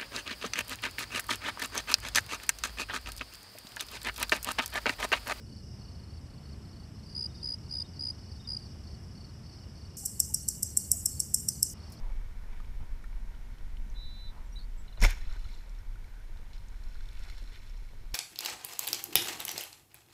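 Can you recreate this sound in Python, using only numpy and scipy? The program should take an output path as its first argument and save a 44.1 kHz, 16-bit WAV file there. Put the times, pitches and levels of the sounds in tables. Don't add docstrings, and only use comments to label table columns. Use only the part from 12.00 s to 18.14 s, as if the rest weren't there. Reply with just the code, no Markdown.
import sys
import numpy as np
from scipy import signal
from scipy.fft import rfft, irfft
from scipy.io import wavfile
from scipy.ndimage import uniform_filter1d

SR = 44100
rng = np.random.default_rng(int(sys.argv[2]) if len(sys.argv) > 2 else 0)


def put_to_file(sound):
    columns = np.atleast_2d(sound).T
    safe = np.clip(columns, -1, 1)
    whole_steps = np.round(safe * 32767)
    wavfile.write(sys.argv[1], SR, whole_steps.astype(np.int16))


def ratio_of_db(decibels):
    return 10 ** (np.asarray(decibels, float) / 20)


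N = 270814


def rms_one(x):
    return x / np.sqrt(np.mean(x ** 2) + 1e-20)


def in_time(rows, rest=None):
    s, *columns = np.transpose(rows)
    return [np.interp(np.arange(N) / SR, s, c, rest, rest) for c in columns]


def colour(x, points):
    hz, level_db = np.transpose(points)
    grid = np.maximum(np.fft.rfftfreq(len(x), 1 / SR), 1)
    return irfft(rfft(x) * ratio_of_db(np.interp(np.log(grid), np.log(hz), level_db)), len(x))


def band(x, low_hz, high_hz):
    return signal.sosfilt(signal.butter(2, [low_hz, min(high_hz, .45 * SR)], "band", fs=SR, output="sos"), x)


def drift(rate_hz):
    lowpass = signal.butter(2, rate_hz, fs=SR, output="sos")
    return rms_one(signal.sosfilt(lowpass, rng.standard_normal(N + SR))[SR:])


def grains(per_s, spread_db):
    sizes = ratio_of_db(spread_db * np.minimum(rng.exponential(1, N), 4)) * rng.choice([-1, 1], N)
    return sizes * (rng.random(N) < per_s / SR)


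def add(out, s, x):
    at = round(s * SR)
    out[at:at + len(x)] += x[:N - at]


def hump(s, peak_db, rise_s, fall_s):
    t = np.arange(N) / SR - s
    return ratio_of_db(peak_db - 20 * np.where(t < 0, -t / rise_s, t / fall_s))


def glide(length, start_hz, end_hz):
    t = np.arange(round(length * SR)) / SR
    wobble = 1 + 0.004 * np.sin(2 * np.pi * (45 * t + rng.random()))
    hz = np.linspace(start_hz, end_hz, len(t)) * wobble
    return np.sin(2 * np.pi * np.cumsum(hz) / SR), t


def hits(rows, cycles, crack_s, thud_s, thud_share, top_hz=12100):
    out, t = np.zeros(N), np.arange(SR // 20) / SR
    for s, peak_db, hz, highs_db in rows:
        noise = rng.standard_normal(len(t))
        ring = np.sin(2 * np.pi * hz * t * (1 + 3 * t)) * np.exp(-hz * t / cycles)
        thud = thud_share * band(noise * np.exp(-t / thud_s), 0.66 * hz, 1.44 * hz)
        crack_low_hz = min(max(0.66 * hz, 2200), 5000)
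        crack = band(noise * np.exp(-t / crack_s), crack_low_hz, max(top_hz, 1.5 * hz))
        add(out, s, ratio_of_db(peak_db - 10) * (ring + thud + ratio_of_db(highs_db + 3) * crack))
    return out


def plinks(rows):
    return ratio_of_db(-2) * hits(rows, cycles=6.0, crack_s=.002, thud_s=.004, thud_share=.8)


def paired(rows, partner_hz, crack_db, partner_crack_db):
    out = []
    for s, peak_db, hz, rel_db in rows:
        out.append((s, peak_db, hz, crack_db))
        out.append((s, peak_db + rel_db, partner_hz, partner_crack_db))
    return out


# [f/Hz, width/Hz, level/dB]
CASE_MODES = [(940, 90, 6), (1490, 160, 3), (1850, 120, 2), (2200, 260, 6), (3550, 160, 4), (4150, 250, 5),
              (5450, 300, 10), (6600, 350, 6), (7500, 350, 6), (9300, 450, 6), (12200, 500, 5)]


def case(x):
    out = x
    for hz, width_hz, level_db in CASE_MODES:
        r = np.exp(-np.pi * width_hz / SR)
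        zeros = (1 - r * r) / 2 * np.array([1, 0, -1])
        poles = [1, -2 * r * np.cos(2 * np.pi * hz / SR), r * r]
        out = out + ratio_of_db(level_db - 5) * signal.lfilter(zeros, poles, x)
    return out


# [f/Hz, level/dB per Hz]
SELF_NOISE_COLOUR = [(1000, -4), (3000, 2), (8000, -6), (12000, -7.5), (15600, -8.5)]


def microphone_hiss():
    return ratio_of_db(-67.5) * rms_one(colour(rng.standard_normal(N), SELF_NOISE_COLOUR))


# [f/Hz, level/dB per Hz]
BANK_COLOUR = [(200, -5.5), (500, -10.5), (1000, -13.5), (2300, -18), (3000, -30), (6000, -31), (9000, -59),
               (15600, -42)]
# [peak t/s, level/dB, rise/s, fall/s per 20 dB]
PLUNGE_SWELL = (3, -57, 0.02, 0.16)


def bank():
    air = rng.standard_normal(N) * ratio_of_db(.6 * drift(6))
    air = air + .4 * rms_one(grains(400, spread_db=5.5))
    fading = ratio_of_db(-60 - 0.52 * np.arange(N) / SR)
    return ratio_of_db(-2.0) * (fading + hump(*PLUNGE_SWELL)) * rms_one(colour(air, BANK_COLOUR))


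# [t/s, level/dB]
GUSTS = [(0.0, -35), (0.13, -36), (0.33, -39.5), (0.66, -36.5), (1.15, -36.5), (1.4, -40), (1.8, -36),
         (2.2, -38.5), (2.5, -39), (2.95, -37.5), (3.3, -33.5), (3.6, -42.5), (3.9, -36.5), (4.15, -42.5),
         (4.8, -38.5), (5.2, -39), (5.6, -42), (6.14, -40)]
# [t/s, depth/dB]
GUST_LULLS = [(0.85, 10), (1.02, 7), (1.25, 1.5), (1.47, 5), (1.58, 3.5), (1.9, 5), (2.18, 8), (2.4, 3),
              (2.85, 5), (3.81, 8), (4.069, 7), (4.49, 6), (4.66, 6.5), (5.12, 7), (5.62, 12), (5.93, 9.5)]
# [f/Hz, level/dB per Hz]
FLUTTER_COLOUR = [(26, -33), (45, -12), (100, -14), (160, -14.5), (240, -18.5), (317, -36), (600, -40),
                  (1320, -120)]
# [low f/Hz, high f/Hz, level/dB, share of the gusts' swing, loss in shelter/dB]
FLUTTER_LAYERS = [
    (46, 100, -53.5, 0.22, 2.0),
    (135, 530, -61.8, .3, 4.5),
]


def wind():
    t, gust_db = np.arange(N) / SR, in_time(GUSTS)[0]
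    rumble = band(band(rng.standard_normal(N + SR), 14.4, 36.5), 20.2, 44.0)[SR:]
    swell = np.sqrt(uniform_filter1d(rumble ** 2, size=SR // 12))
    evened = rms_one(rumble / swell ** .75)
    lull_half_s = 2 * 0.039
    lull_db = sum(depth_db * np.maximum(1 - np.abs(t - s) / lull_half_s, 0) for s, depth_db in GUST_LULLS)
    out = ratio_of_db(gust_db - lull_db) * evened
    lumps = drift(45)
    flutter = colour(rng.standard_normal(N), FLUTTER_COLOUR)
    sheltered = np.clip(2 * (t - 3.1) + .5, 0, 1)
    for low_hz, high_hz, mean_db, share, shelter_db in FLUTTER_LAYERS:
        level_db = mean_db + share * (gust_db - gust_db.mean()) - shelter_db * sheltered
        lumpy_db = level_db + 1.5 + 1.1 * lumps + 1.8 * drift(39.4)
        out = out + ratio_of_db(lumpy_db) * rms_one(band(flutter, low_hz, high_hz))
    return out


def sway():
    slow = band(rng.standard_normal(N + SR), 7, 22)[SR:]
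    return ratio_of_db(in_time(GUSTS)[0] - 4) * rms_one(slow)


# [start t/s, length/s, centre f/Hz, level/dB]
NOISE_PUFFS = [(0.0, 0.13, 740, -62), (0.8, 0.045, 95, -45), (0.79, 0.057, 160, -58),
               (0.792, 0.061, 890, -67), (2.3, 0.15, 900, -64.5), (2.974, 0.013, 776, -53.5),
               (3.296, 0.088, 1350, -63), (3.78, 0.045, 1600, -74), (4.532, 0.039, 3550, -62.5),
               (5.24, 0.055, 1010, -65.5), (3.06, 0.078, 2100, -47.5), (5.518, .062, 2900, -62),
               (.5, .16, 1900, -69)]


def rustles():
    out, grit = np.zeros(N), rms_one(grains(1500, spread_db=4))
    for start, length, hz, level_db in NOISE_PUFFS:
        piece = band(grit[:round(length * SR)], 0.64 * hz, 1.45 * hz)
        grit = np.roll(grit, SR // 5)
        swell = np.sin(np.linspace(.2, np.pi, len(piece))) ** 0.64
        add(out, start, ratio_of_db(level_db) * rms_one(piece) * swell)
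    return out


# [t/s, peak level/dB, f/Hz, riser's ping level/dB against it]
BOW_TICKS = [
    (0.0594, -49, 835, -20),
    (0.1197, -49, 900, 5),
    (0.5294, -51, 920, 3),
    (0.602, -35, 1190, -18),
    (0.6454, -47, 970, 3),
    (0.8041, -45, 800, -22),
    (1.041, -35.5, 1325, -9),
    (1.341, -46, 1390, -19),
    (2.377, -44, 980, -15),
    (2.9746, -54, 970, -10),
]


def bow_ticks():
    return plinks(paired(BOW_TICKS, 2260, -18, -18))


# [t/s, peak level/dB]
STRING_SNAPS = [
    (.086, -53),
    (.12, -51),
    (.165, -54),
    (.485, -54),
    (.53, -49),
    (.602, -47),
    (.648, -48),
]


def snaps():
    rows = [(*row, 3100, -9) for row in STRING_SNAPS]
    return ratio_of_db(-0.6) * hits(rows, cycles=4.0, crack_s=.002, thud_s=.003, thud_share=.9, top_hz=4700)


# [t/s, peak level/dB, f/Hz]
BRIGHT_FLICKS = [(3.1737, -41, 6540), (3.1847, -40, 6470), (3.2131, -42, 5630), (3.2989, -41, 5420),
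                 (3.3249, -40, 5500), (3.336, -41, 7200), (3.394, -44, 7300), (3.4431, -44, 6600),
                 (3.462, -45, 5500), (3.488, -44, 6400), (3.5299, -42, 5670), (4.372, -48, 7000),
                 (4.8856, -44, 5390), (5.131, -45, 9000), (5.194, -44, 8500), (5.2368, -42, 7500),
                 (5.2982, -40, 5500), (5.312, -36, 4300), (5.324, -38, 2100), (5.173, -39, 2840),
                 (5.121, -43, 2200), (5.5566, -40, 3600), (5.545, -42, 4200), (5.575, -41, 2900),
                 (5.6728, -43, 3560), (6.12, -44, 4600), (.657, -46, 5000), (.26, -47, 3000),
                 (1.0415, -33, 1750)]


def flicks():
    rows = [(*row, -13) for row in BRIGHT_FLICKS]
    return ratio_of_db(-7) * hits(rows, cycles=7.0, crack_s=.0015, thud_s=.003, thud_share=.7)


# [peak t/s, level/dB, rise/s, fall/s per 20 dB]
REED_TRICKLES = [
    (1.8, -78, .6, .6),
    (4.15, -75, .5, .6),
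    (4.7, -79, .5, .4),
    (5.03, -76, .3, .2),
]


def trickle():
    gurgle = band(rng.standard_normal(N), 1400, 1680) * ratio_of_db(3.0 * drift(12))
    return sum(hump(*row) for row in REED_TRICKLES) * rms_one(gurgle)


# [t/s, peak level/dB]
FAR_DRIPS = [
    (1.3493, -44),
    (1.5838, -41),
    (1.7702, -38),
]


def drips():
    return plinks([(*row, 2960, -30) for row in FAR_DRIPS])


# [start t/s, length/s, start f/Hz, end f/Hz, peak level/dB]
CLEAR_NOTES = [
    (1.898, .006, 6800, 5370, -56.5),
    (1.95, 0.05, 3460, 3800, -61),
    (2.376, 0.0063, 4550, 3750, -61),
    (2.52, 0.031, 5740, 5710, -58),
    (2.523, .099, 8700, 8700, -70),
    (2.525, .095, 13000, 13150, -78),
    (2.556, .015, 3715, 4030, -51),
    (2.559, 0.038, 3986, 3890, -47),
    (2.772, .048, 7700, 7680, -62.5),
]
# [start t/s, length/s, start f/Hz, end f/Hz, peak level/dB]
BURRED_NOTES = [
    (2.45, .042, 7450, 7450, -63),
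    (2.586, .019, 3870, 3680, -60),
    (2.587, .064, 4330, 4420, -58),
    (2.592, .054, 3620, 3880, -56),
    (2.806, .062, 7620, 7520, -63),
]


def pipes():
    out = np.zeros(N)
    for rows, burr in [(CLEAR_NOTES, .08), (BURRED_NOTES, .87)]:
        for start, length, start_hz, end_hz, peak_db in rows:
            tone, t = glide(length, start_hz, end_hz)
            swell = np.sin(np.pi * (t / t[-1]) ** 0.7) ** 0.67
            fade = ratio_of_db(-burr * 130 * t)
            pulsing = 1 - burr * np.abs(np.cos(np.pi * 108 * t)) ** .6
            add(out, start, ratio_of_db(peak_db) * tone * swell * fade * pulsing)
    return out


# [t/s, carrier f/Hz, level/dB, pulse f/Hz]
BUZZ_CURVE = [
    (1.945, 4100, -68, 183),
    (1.969, 3954, -53, 160),
    (2.035, 3950, -49.5, 259),
    (2.097, 3962, -53, 340),
    (2.241, 4003, -56, 320),
    (2.287, 3954, -51.5, 320),
    (2.309, 3930, -63, 270),
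    (2.32, 4030, -77, 343),
]


def buzz():
    hz, level_db, per_s = in_time(BUZZ_CURVE, rest=-130)
    hz, _, per_s = in_time(BUZZ_CURVE)
    hz, per_s = hz + 7 * drift(50), per_s + 9 * drift(50)
    carrier, beat = 2 * np.pi * np.cumsum(hz) / SR, 2 * np.pi * np.cumsum(per_s) / SR
    lines = np.sin(carrier) + 0.41 * np.sin(carrier - beat)
    lines = lines + 0.12 * np.sin(carrier + beat) + 0.034 * np.sin(carrier - 2 * beat)
    return ratio_of_db(level_db + 0.5) * lines


# [t/s, start f/Hz, end f/Hz, peak level/dB]
STUTTER_CHIPS = [
    (2.589, 4750, 4050, -50),
    (2.598, 4600, 3950, -51),
    (2.609, 4600, 4100, -53),
    (2.618, 4600, 4000, -54),
    (2.629, 4700, 4150, -56),
    (2.64, 4700, 4200, -58),
]


def stutter():
    out = np.zeros(N)
    for s, start_hz, end_hz, peak_db in STUTTER_CHIPS:
        tone, t = glide(.008, start_hz, end_hz)
        add(out, s, ratio_of_db(peak_db) * tone * np.sin(np.pi * t / t[-1]))
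    return out


# [t/s, peak level/dB]
TRILL_BEATS = [(2.8799, -51), (2.926, -52), (2.9725, -50.5), (3.1607, -60), (3.207, -53), (3.2535, -54.5),
               (3.3004, -52), (3.3494, -57), (3.393, -55), (3.443, -50), (3.485, -53.5), (3.54, -54),
               (3.585, -58)]


def trill():
    # [lag/s, length/s, start f/Hz, end f/Hz, level/dB]
    chips = [(-.002, 0.0091, 3780, 4300, -2.5), (.0, 0.0077, 3000, 2830, -8.5), (.008, 0.0066, 3740, 3450, -7)]
    out = np.zeros(N)
    for s, peak_db in TRILL_BEATS:
        for lag, length, start_hz, end_hz, chip_db in chips:
            tone, t = glide(length, start_hz, end_hz)
            add(out, s + lag, ratio_of_db(peak_db + chip_db) * tone * np.sin(np.pi * t / t[-1]))
    return out


def bird():
    song = pipes() + buzz() + trill()
    echo = sum(np.roll(song, round(lag * SR)) for lag in (.004, .009, .017, .026))
    return song + ratio_of_db(-17) * echo + stutter()


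# [t/s, level/dB]
RATTLE_CURVE = [
    (2.995, -57),
    (3.014, -42),
    (3.018, -33),
    (3.027, -27),
    (3.044, -27),
    (3.053, -25),
    (3.073, -37.5),
    (3.105, -39.5),
    (3.141, -48.5),
    (3.29, -67),
]
# [f/Hz, level/dB per Hz]
RATTLE_COLOUR = [(530, -34), (900, -16), (2300, -6), (3000, -11.5), (6700, -13.5), (8000, -24.5),
                 (12000, -24), (15000, -23)]


def rattle():
    level_db = in_time(RATTLE_CURVE, rest=-130)[0]
    contacts = grains(14000, spread_db=2) * ratio_of_db(1.5 * drift(150))
    rush_db = -41 + 1.6 * (level_db + 28)
    rush = band(rng.standard_normal(N), 330, 850)
    return ratio_of_db(level_db - 9.0) * rms_one(colour(contacts, RATTLE_COLOUR)) + ratio_of_db(rush_db) * rms_one(rush)


# [t/s, level/dB]
JOLT_CURVE = [
    (2.996, -46),
    (3.008, -28),
    (3.02, -21),
    (3.035, -17.5),
    (3.059, -19),
    (3.095, -29),
    (3.2, -40),
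]
# [t/s, f/Hz, peak level/dB, t60/s]
LIMB_THUDS = [
    (3.022, 195, -25.5, 0.079),
    (3.026, 680, -39, 0.097),
    (3.034, 91, -22.5, 0.15),
    (3.036, 223, -30, 0.057),
    (3.048, 720, -29, 0.035),
    (3.05, 72, -25, 0.16),
    (3.272, 26, -22, 0.2),
]


def jolt():
    t = np.arange(N) / SR - 3.040
    swell = uniform_filter1d(ratio_of_db(in_time(JOLT_CURVE, rest=-130)[0] + 4.5), size=SR // 100)
    out = -swell * np.cos(2 * np.pi * 32.5 * t)
    t = np.arange(SR // 3) / SR
    for s, hz, peak_db, t60 in LIMB_THUDS:
        onset = 1 - np.exp(-t / 0.0022)
        add(out, s, -ratio_of_db(peak_db - 60 * t / t60) * np.sin(2 * np.pi * hz * t) * onset)
    return out


# [t/s, peak level/dB, f/Hz, highs level/dB against it]
RELEASE_KNOCKS = [(3.0047, -25, 5700, -18), (3.0163, -22, 6500, -7), (3.0207, -25, 940, -16),
                  (3.0262, -20, 480, -30), (3.0268, -15, 5350, -13), (3.0325, -14, 1760, -10),
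                  (3.0378, -9.5, 1990, -9), (3.0403, -11, 2100, -9), (3.0497, -5.5, 2300, -16),
                  (3.0497, -17, 1400, -30), (3.0608, -19, 2560, -8), (3.0655, -19.5, 1970, -11),
                  (3.1028, -28, 6500, -8), (3.1075, -19, 2300, -6)]


def knocks():
    return ratio_of_db(-3) * hits(RELEASE_KNOCKS, cycles=3.8, crack_s=.002, thud_s=.002, thud_share=.4)


# [t/s, peak level/dB, f/Hz, highs level/dB against it]
LATE_KNOCKS = [(3.0205, -22, 1500, -25), (3.058, -28, 800, -30), (3.066, -28, 700, -30),
               (3.083, -30, 700, -30), (3.08, -25, 2000, -20), (3.089, -27, 2300, -20),
               (3.094, -30, 1100, -8), (3.121, -30, 1560, -20), (3.128, -31, 1600, -20),
               (3.13, -41, 850, -20), (3.139, -34, 2250, -15), (3.17, -40, 950, -20)]


def afterknocks():
    return ratio_of_db(-6) * hits(LATE_KNOCKS, cycles=5.0, crack_s=.002, thud_s=.003, thud_share=.4)


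# [peak t/s, body level/dB, rise/s, fall/s per 20 dB, spray level/dB against the body]
SPLASHES = [
    (3.15, -59.5, 0.036, 0.54, -9),
    (3.55, -69.5, .6, 0.2, 3.5),
    (4.9, -72, 1.8, 1, -3.5),
    (5.26, -60, .5, .45, -4.5),
    (5.39, -68.5, 0.35, 0.36, -0.5),
    (5.56, -62, .1, 0.07, -8),
    (5.63, -69, .05, 1.5, -3),
]
# [f/Hz, level/dB per Hz]
SPRAY_COLOUR = [(350, -33), (700, -12.5), (2200, -9), (4200, 0), (6000, -14.5), (9000, -22.5),
                (15600, -26.5)]


def splashes():
    born = grains(3500 * ratio_of_db(2.2 * drift(40)), spread_db=2.6)
    pitches, dealt = np.geomspace(800, 13000, 20), rng.integers(0, 20, N)
    fizz = 0.27 * born
    for k, hz in enumerate(pitches):
        r, w = np.exp(-hz / 4.6 / SR), 2 * np.pi * hz / SR
        bubbles = born * (dealt == k) + 1e-18
        fizz = fizz + signal.lfilter([0, np.sin(w) * hz / 9000], [1, -2 * r * np.cos(w), r * r], bubbles)
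    fizz = colour(rms_one(fizz) + .5 * rng.standard_normal(N), SPRAY_COLOUR)
    body = sum(hump(*row[:4]) for row in SPLASHES)
    spray = sum(hump(*row[:4]) * ratio_of_db(row[4]) for row in SPLASHES)
    low_wash = ratio_of_db(-2.4) * body * rms_one(band(fizz, 1120, 2980))
    return low_wash + ratio_of_db(-.3) * spray * rms_one(band(fizz, 4080, 15400))


# [t/s, peak level/dB, f/Hz, spit level/dB against it]
FALLING_DROPS = [(3.1294, -41, 2200, -15), (3.1744, -43, 1400, -10), (3.1822, -42, 2020, -12),
                 (3.2144, -39, 1810, -8), (3.2935, -45, 1390, -7), (3.3094, -40, 1360, -10),
                 (3.3564, -45, 960, -8), (3.3644, -40, 1490, -6), (3.4525, -41, 1320, -10),
                 (3.4901, -43.5, 2180, -4), (3.5345, -51, 950, 3), (3.6806, -53, 1470, -8),
                 (3.957, -42, 1410, -18), (4.0433, -42.5, 2200, -2.5), (4.1645, -49, 1500, -16),
                 (4.2014, -46, 1480, -21)]
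# [t/s, peak level/dB, f/Hz, spit level/dB against it]
FISH_SLAPS = [(4.533, -47, 2950, 6), (4.9547, -41.5, 1400, -10), (5.0077, -44, 1540, 2),
              (5.1538, -45, 2840, -9), (5.1733, -54, 925, 9), (5.2092, -49.5, 1990, -3),
              (5.251, -43, 2190, -8), (5.299, -36, 2000, 4), (5.38, -45, 2230, 10.5), (5.44, -48, 1860, 5),
              (5.5244, -55, 2000, -3.5), (5.5323, -44, 2030, -6), (5.5569, -46, 2900, -1),
              (5.5744, -45, 2180, -8), (5.699, -53, 2200, -5.5), (5.8472, -57, 2100, -10),
              (5.8881, -46, 2200, -4)]
# [t/s, peak level/dB, f/Hz]
FINE_SPITS = [(3.3266, -37, 3840), (3.6946, -45, 5560), (3.7495, -45, 3620), (3.7874, -50, 5500),
              (4.3726, -43, 3750), (4.5801, -41, 4150), (4.6848, -45.5, 6500), (4.837, -42, 4260),
              (4.9248, -47, 4210), (4.9447, -43, 4240), (5.057, -40, 3600), (5.0884, -37, 3600),
              (5.1937, -45, 5530), (5.236, -38, 3800), (5.267, -52, 5320), (5.697, -46, 5450),
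              (5.7754, -46.5, 5400)]


def drops():
    lone = [(*row, -16) for row in FINE_SPITS]
    return plinks(paired(FALLING_DROPS + FISH_SLAPS, 4050, -12, -16) + lone)


# [t/s, peak level/dB]
RIM_POPS = [(3.24, -55), (3.36, -51), (3.574, -54), (3.677, -55), (4.178, -49), (4.293, -53), (4.395, -51),
            (5.11, -56), (5.281, -53), (5.421, -49), (5.821, -52), (5.934, -49), (6.035, -50), (6.107, -57)]
# [t/s, peak level/dB]
EXTRA_RIM_POPS = [
    (3.464, -52),
    (5.199, -50),
    (5.32, -53),
    (5.521, -54),
    (5.575, -53),
    (3.135, -50),
]


def pops():
    out, t = np.zeros(N), np.arange(SR // 20) / SR
    for s, peak_db in RIM_POPS + EXTRA_RIM_POPS:
        puff = band(rng.standard_normal(len(t)) * np.exp(-t / 0.005), 120, 480)
        add(out, s, ratio_of_db(peak_db - 1.5) * puff / np.abs(puff).max())
    return out


def scene():
    bow = bow_ticks() + snaps() + flicks() + rattle() + knocks() + afterknocks()
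    water = trickle() + drips() + splashes() + drops()
    air = case(bank() + rustles() + bow + water) + bird()
    return (air + wind() + sway() + jolt() + pops())[None]


def top_cut(x):
    return signal.sosfilt(signal.butter(12, 15700, fs=SR, output="sos"), x)


def record(dry):
    wet = dry + microphone_hiss()
    wet = signal.sosfilt(signal.cheby2(10, 50, 15900, fs=SR, output="sos"), wet)
    return top_cut(wet)


dry = scene()
out = record(dry)
put_to_file(out)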